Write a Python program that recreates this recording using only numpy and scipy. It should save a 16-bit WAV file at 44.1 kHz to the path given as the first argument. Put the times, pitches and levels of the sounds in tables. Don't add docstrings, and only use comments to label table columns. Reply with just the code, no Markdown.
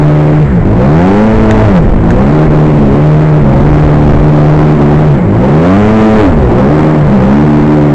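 import sys
import numpy as np
from scipy.fft import rfft, irfft, next_fast_len
from scipy.io import wavfile
from scipy.ndimage import uniform_filter1d, map_coordinates

SR = 44100
rng = np.random.default_rng(int(sys.argv[2]) if len(sys.argv) > 2 else 0)


def unload_wav(signal):
    wavfile.write(
        sys.argv[1],
        SR,
        np.round(np.clip(np.atleast_2d(signal).T, -1, 1) * 32767).astype(np.int16),
    )


N = 350154


def amp(db):
    return 10 ** (np.asarray(db) / 20)


def unit(x):
    return x / np.sqrt(np.mean(x ** 2) + 1e-20)


def curves(rows):
    s, *columns = np.transpose(rows)
    return [np.interp(np.arange(N) / SR, s, column) for column in columns]


def wobble(rate):
    knots = rng.standard_normal(int(N * rate / SR) + 4)
    return map_coordinates(knots, [np.arange(N) * rate / SR])


def along(points, hz, closed=True):
    f, db = np.transpose(points)
    above_db = -120 if closed else db[-1]
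    return amp(np.interp(np.log(hz + 1), np.log(f + 1), db, db[0], above_db))


def filtered(x, response):
    m = next_fast_len(N + SR // 2)
    hz = np.fft.rfftfreq(m, 1 / SR)
    return irfft(rfft(x, m) * response(hz), m)[..., :N]


def noise(spectrum):
    return unit(filtered(rng.standard_normal(N), lambda hz: along(spectrum, hz)))


COAST_HZ_PER_S = 70
COAST_DB = -7


def throttle(shaft_hz):
    hz_per_s = uniform_filter1d(np.gradient(shaft_hz) * SR, size=SR // 20)
    return np.clip(hz_per_s / COAST_HZ_PER_S, -1, 1)


def coasting_db(pull):
    return COAST_DB * np.maximum(-pull, 0)


# (shaft speed [Hz], levels of orders 1 to 8 [dB], eight columns)
ORDER_LEVELS = [(50.3, -16.5, -14.5, -22, -11, -18, -17, -21.5, -21.5),
                (56.7, -17, -14.5, -12, -13, -21.5, -18, -29.5, -25),
                (63.3, -16, -14, -11.5, -22.5, -28, -22, -31, -11),
                (69.45, -19, -13, -9, -18, -20.5, -17.5, -33, -18),
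                (75.38, -28, -7, -18.5, -15, -18.5, -28.5, -20, -34),
                (87.6, -18, -8.5, -13, -19, -18, -10.5, -26, -19),
                (95, -19, -9, -11.5, -15.5, -27, -19.5, -13.5, -30),
                (107.6, -12.5, -7.5, -16.5, -12, -21, -21.5, -30.5, -26)]
# (frequency [Hz], gain [dB])
HULL_GAIN = [(50, -2.5), (105, 4.5), (150, 2), (220, 2.5), (300, 4.5), (375, 5), (440, 2.5), (530, -1),
             (650, -2), (900, -7.5)]
# (time [s], gain [dB])
FOURTH_LIFT = [(0, 2.5), (1.3, -1), (2.5, 0), (4.5, 1), (5.6, -1.5), (6.1, -0.5), (6.8, 0.5), (7.2, 0),
               (7.5, 2), (7.94, 4.5)]
FIRING, THIRD, FOURTH = 2, 3, 4
TRAIL_TURNS = 0.01089
ODD_DRIFT_TURNS = 0.1977
STUMBLE_TURNS = 0.03
THIRD_GAIN_DB = 12
FLUTTER_DB, STUMBLE_DB = 0.66, 4


def hum(turns, shaft_hz, imbalance, firing_db, pull):
    speed, *levels_db = np.transpose(ORDER_LEVELS)
    lift_db, = curves(FOURTH_LIFT)
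    coast = np.maximum(-pull, 0)
    flutter_db = FLUTTER_DB + STUMBLE_DB * coast
    stumble = STUMBLE_TURNS * coast * wobble(25)
    tones = 0
    for order, order_db in enumerate(levels_db, 1):
        jitter = 0.0088 * wobble(5) + 0.0066 * wobble(45) + stumble
        phase = order * (turns + jitter) - TRAIL_TURNS * order ** 2
        if order % FIRING:
            phase = phase + ODD_DRIFT_TURNS * wobble(2.5)

        level_db = np.interp(shaft_hz, speed, order_db)
        if order == FIRING:
            level_db = level_db + firing_db
        elif order == THIRD:
            level_db = level_db + THIRD_GAIN_DB * (imbalance - 0.3)
        elif order > THIRD:
            level_db = level_db + coasting_db(pull)
        if order == FOURTH:
            level_db = level_db + lift_db
        level_db = level_db + flutter_db * wobble(14) + wobble(30)

        level = np.sqrt(2) * amp(level_db) * along(HULL_GAIN, order * shaft_hz)
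        tones = tones + level * np.cos(2 * np.pi * phase)
    return tones


# (centre frequency [Hz], bandwidth [Hz], gain [dB])
PIPE_MODES = [(525.5, 63, 7), (773, 470, -1.5), (1070, 430, -13), (1880, 110, -18.5)]
# (shaft speed [Hz], level [dB])
BARK_LEVEL = [(48, -32.5), (65, -27.5), (75, -22.5), (108, -22)]


def pipe(f):
    modes = 0
    for k, (centre, width, db) in enumerate(PIPE_MODES):
        resonance = 1j * f * width / (centre ** 2 - f ** 2 + 1j * f * width)
        modes = modes + (-1) ** k * amp(db) * resonance
    bass_cut = f ** 2 / (f ** 2 + 500 ** 2)
    return modes * bass_cut / (1 + (f / 2800) ** 4)


def bark(turns, shaft_hz, imbalance, pull):
    count = int(2 * turns[-1])
    scatter_turns, scatter_db = (rng.standard_normal((count, 2)) * [0.011, 2.5]).T
    slot = np.arange(count) / 2
    second = np.arange(count) % 2 * np.clip(np.interp(slot, turns, imbalance), 0, 1)
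    angle = slot + 0.1645 + 0.11 * second + scatter_turns
    at = np.interp(angle, turns, np.arange(N)).astype(int)
    blows = np.bincount(at, amp(-8 * second + scatter_db), N)
    level = amp(coasting_db(pull)) * along(BARK_LEVEL, shaft_hz, closed=False)
    return level * unit(filtered(blows, pipe))


# (frequency [Hz], density level [dB])
GURGLE_SPECTRUM = [(40, -16.5), (100, 2), (220, 4.5), (500, -4), (1000, -9.5), (2000, -38.5), (3000, -36),
                   (5000, -85), (7900, -48.5), (8700, -83.5)]
# (shaft speed [Hz], level [dB])
GURGLE_LEVEL = [(48, -14), (63, -11), (75, -14.5), (108, -14)]


def gurgle(turns, shaft_hz):
    puff = 1 + 0.21 * np.cos(2 * np.pi * FIRING * turns + 1.33)
    lumps = amp(1.2 * wobble(25))
    return along(GURGLE_LEVEL, shaft_hz, closed=False) * unit(puff * lumps * noise(GURGLE_SPECTRUM))


# (frequency [Hz], density level [dB])
SPRAY_SPECTRUM = [(300, -71.5), (700, -31.5), (1300, 3), (2200, -0.5), (2600, -14), (4000, -24),
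                  (6000, -32.5), (7900, -24), (8700, -60)]


def spray(shaft_hz):
    return amp(-26.5 + 5.9 * np.log2(shaft_hz / 75)) * noise(SPRAY_SPECTRUM)


# (time [s], shaft speed [Hz])
SHAFT_SPEED = [(0.0, 74.5), (0.42, 75.87), (0.49, 69.8), (0.62, 50.26), (0.66, 46.97), (0.82, 63.23),
               (0.97, 81.45), (1.08, 95.36), (1.22, 107.5), (1.3, 109.7), (1.64, 107.5), (1.72, 98.72),
               (1.85, 70.62), (1.94, 56.82), (2.05, 52.48), (2.12, 59), (2.28, 70.83), (2.34, 75.96),
               (2.45, 77.9), (2.5, 75.2), (2.7, 76.1), (2.9, 68.14), (3.03, 75.1), (3.25, 77.2),
               (3.36, 75.62), (3.54, 66.7), (3.67, 74.23), (3.89, 74.7), (4.02, 73.95), (4.14, 72.4),
               (4.29, 76.2), (4.33, 74.07), (4.64, 75.96), (4.75, 74.8), (4.8, 71.33), (5.02, 76.7),
               (5.08, 76.17), (5.15, 69.3), (5.29, 48.28), (5.48, 67.67), (5.79, 102.8), (5.93, 109.2),
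               (6.19, 108.7), (6.37, 72), (6.5, 55.82), (6.74, 75.66), (6.88, 77.37), (7.01, 75.54),
               (7.21, 62.33), (7.43, 75.16), (7.61, 74.3), (7.74, 75.44), (7.94, 72.9)]
# (time [s], gain of hum, bark and gurgle [dB], cylinder imbalance [0-1], firing order gain [dB])
ENGINE_LOAD = [(0.0, 1.5, 0, 2), (0.44, -1, 0.1, 1.5), (0.57, -3, 0.6, 0.5), (0.66, 1, 0.6, 2),
               (0.79, 1.5, .4, 3), (0.97, 5.5, .3, -1), (1.37, 1.5, .3, 0), (1.64, 6.5, .3, -2),
               (1.69, 6, 0, -10.5), (1.76, 3.5, 0, 1), (1.87, 3, 0.1, -8), (2.03, 2, 0.5, -3),
               (2.32, 3, .4, 0.5), (2.6, 2.5, .3, 0), (2.81, 4, 0.2, -0.5), (3.1, 1, 0, 2.5),
               (3.5, 2.5, .3, 1), (3.7, 3.5, 0, 2), (4.1, 3.5, .5, -1), (4.3, 3.5, .2, 2),
               (4.69, 4, .2, -0.5), (5.05, 3, 0.2, 0.5), (5.22, -1.5, .4, -4), (5.32, 1.5, .3, 3),
               (5.45, 3.5, 0.23, 0), (6.19, 5, .4, 0.5), (6.27, 5, 0.4, -5.5), (6.43, 3.5, 0, -2.5),
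               (6.81, 5, 0.6, -3), (7.08, 3.5, 0, -1), (7.4, 3.5, 0.71, -2), (7.7, 2.5, 0.7, -3),
               (7.94, 2.5, .3, -1.5)]


def engine():
    shaft_hz, = curves(SHAFT_SPEED)
    loud_db, imbalance, firing_db = curves(ENGINE_LOAD)
    turns = np.cumsum(shaft_hz) / SR
    pull = throttle(shaft_hz)
    body = hum(turns, shaft_hz, imbalance, firing_db, pull)
    body = body + bark(turns, shaft_hz, imbalance, pull)
    body = body + gurgle(turns, shaft_hz)
    return amp(loud_db) * body + spray(shaft_hz)


# (time [s], level [dB])
BUFFET_LEVEL = [(0.0, -15.5), (0.25, -14), (0.55, -15.5), (0.7, -8.5), (0.8, -18.5), (1.15, -23),
                (1.41, -2), (1.6, -4), (1.85, -3.5), (2.1, -0.5), (2.3, -14), (2.55, -6), (3.0, -7.5),
                (3.25, -18.5), (3.45, -1.5), (3.9, -6), (4.2, -3.5), (4.45, -4), (4.9, -13), (5.28, -12.5),
                (5.5, -17), (5.95, -19), (6.4, -3), (6.75, -19), (7.1, -7.5), (7.45, -29.5), (7.61, -15),
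                (7.94, -23)]
# (frequency [Hz], density level [dB])
BUFFET_SPECTRUM = [(8, 1), (25, 4), (60, 1.5), (110, -4), (250, -41.5), (600, -75)]


def wind():
    buffet_db, = curves(BUFFET_LEVEL)
    lumps = amp(1.2 * wobble(14) + 3.5 * wobble(8))
    return amp(buffet_db) * unit(lumps * noise(BUFFET_SPECTRUM))


# (time [s], onset level [dB], 60 dB decay time [s])
SLAP_TIMES = [(1.509, -1.5, 0.035), (2.104, -6.5, 0.048)]
# (frequency [Hz], density level [dB])
SLAP_SPECTRUM = [(100, -54.5), (300, -14), (1200, -2.5), (1750, 11), (2400, -14), (4500, -23.5),
                 (8000, -17), (9500, -48), (15000, -42)]


def slaps():
    t = np.arange(N) / SR
    envelope = 0
    for start, db, t60 in SLAP_TIMES:
        decay = amp(db - 60 * np.abs(t - start) / t60)
        envelope = envelope + decay * (t > start)
    return envelope * noise(SLAP_SPECTRUM)


def scene():
    return (engine() + wind() + slaps())[None]


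# (frequency [Hz], gain [dB])
TREBLE_SHELF = [(7800, 0), (8400, -5), (9100, -11), (11000, -10), (16000, -6)]
RAIL = 0.71
TOP_HZ = 15750


def record(dry):
    heard = filtered(dry, lambda hz: 1 / np.sqrt(1 + (hz / 8300) ** 16))
    flat = np.clip(heard + 0.05, -RAIL, RAIL)
    return filtered(flat, lambda hz: (hz < TOP_HZ) * along(TREBLE_SHELF, hz))


dry = scene()
out = record(dry)
unload_wav(out)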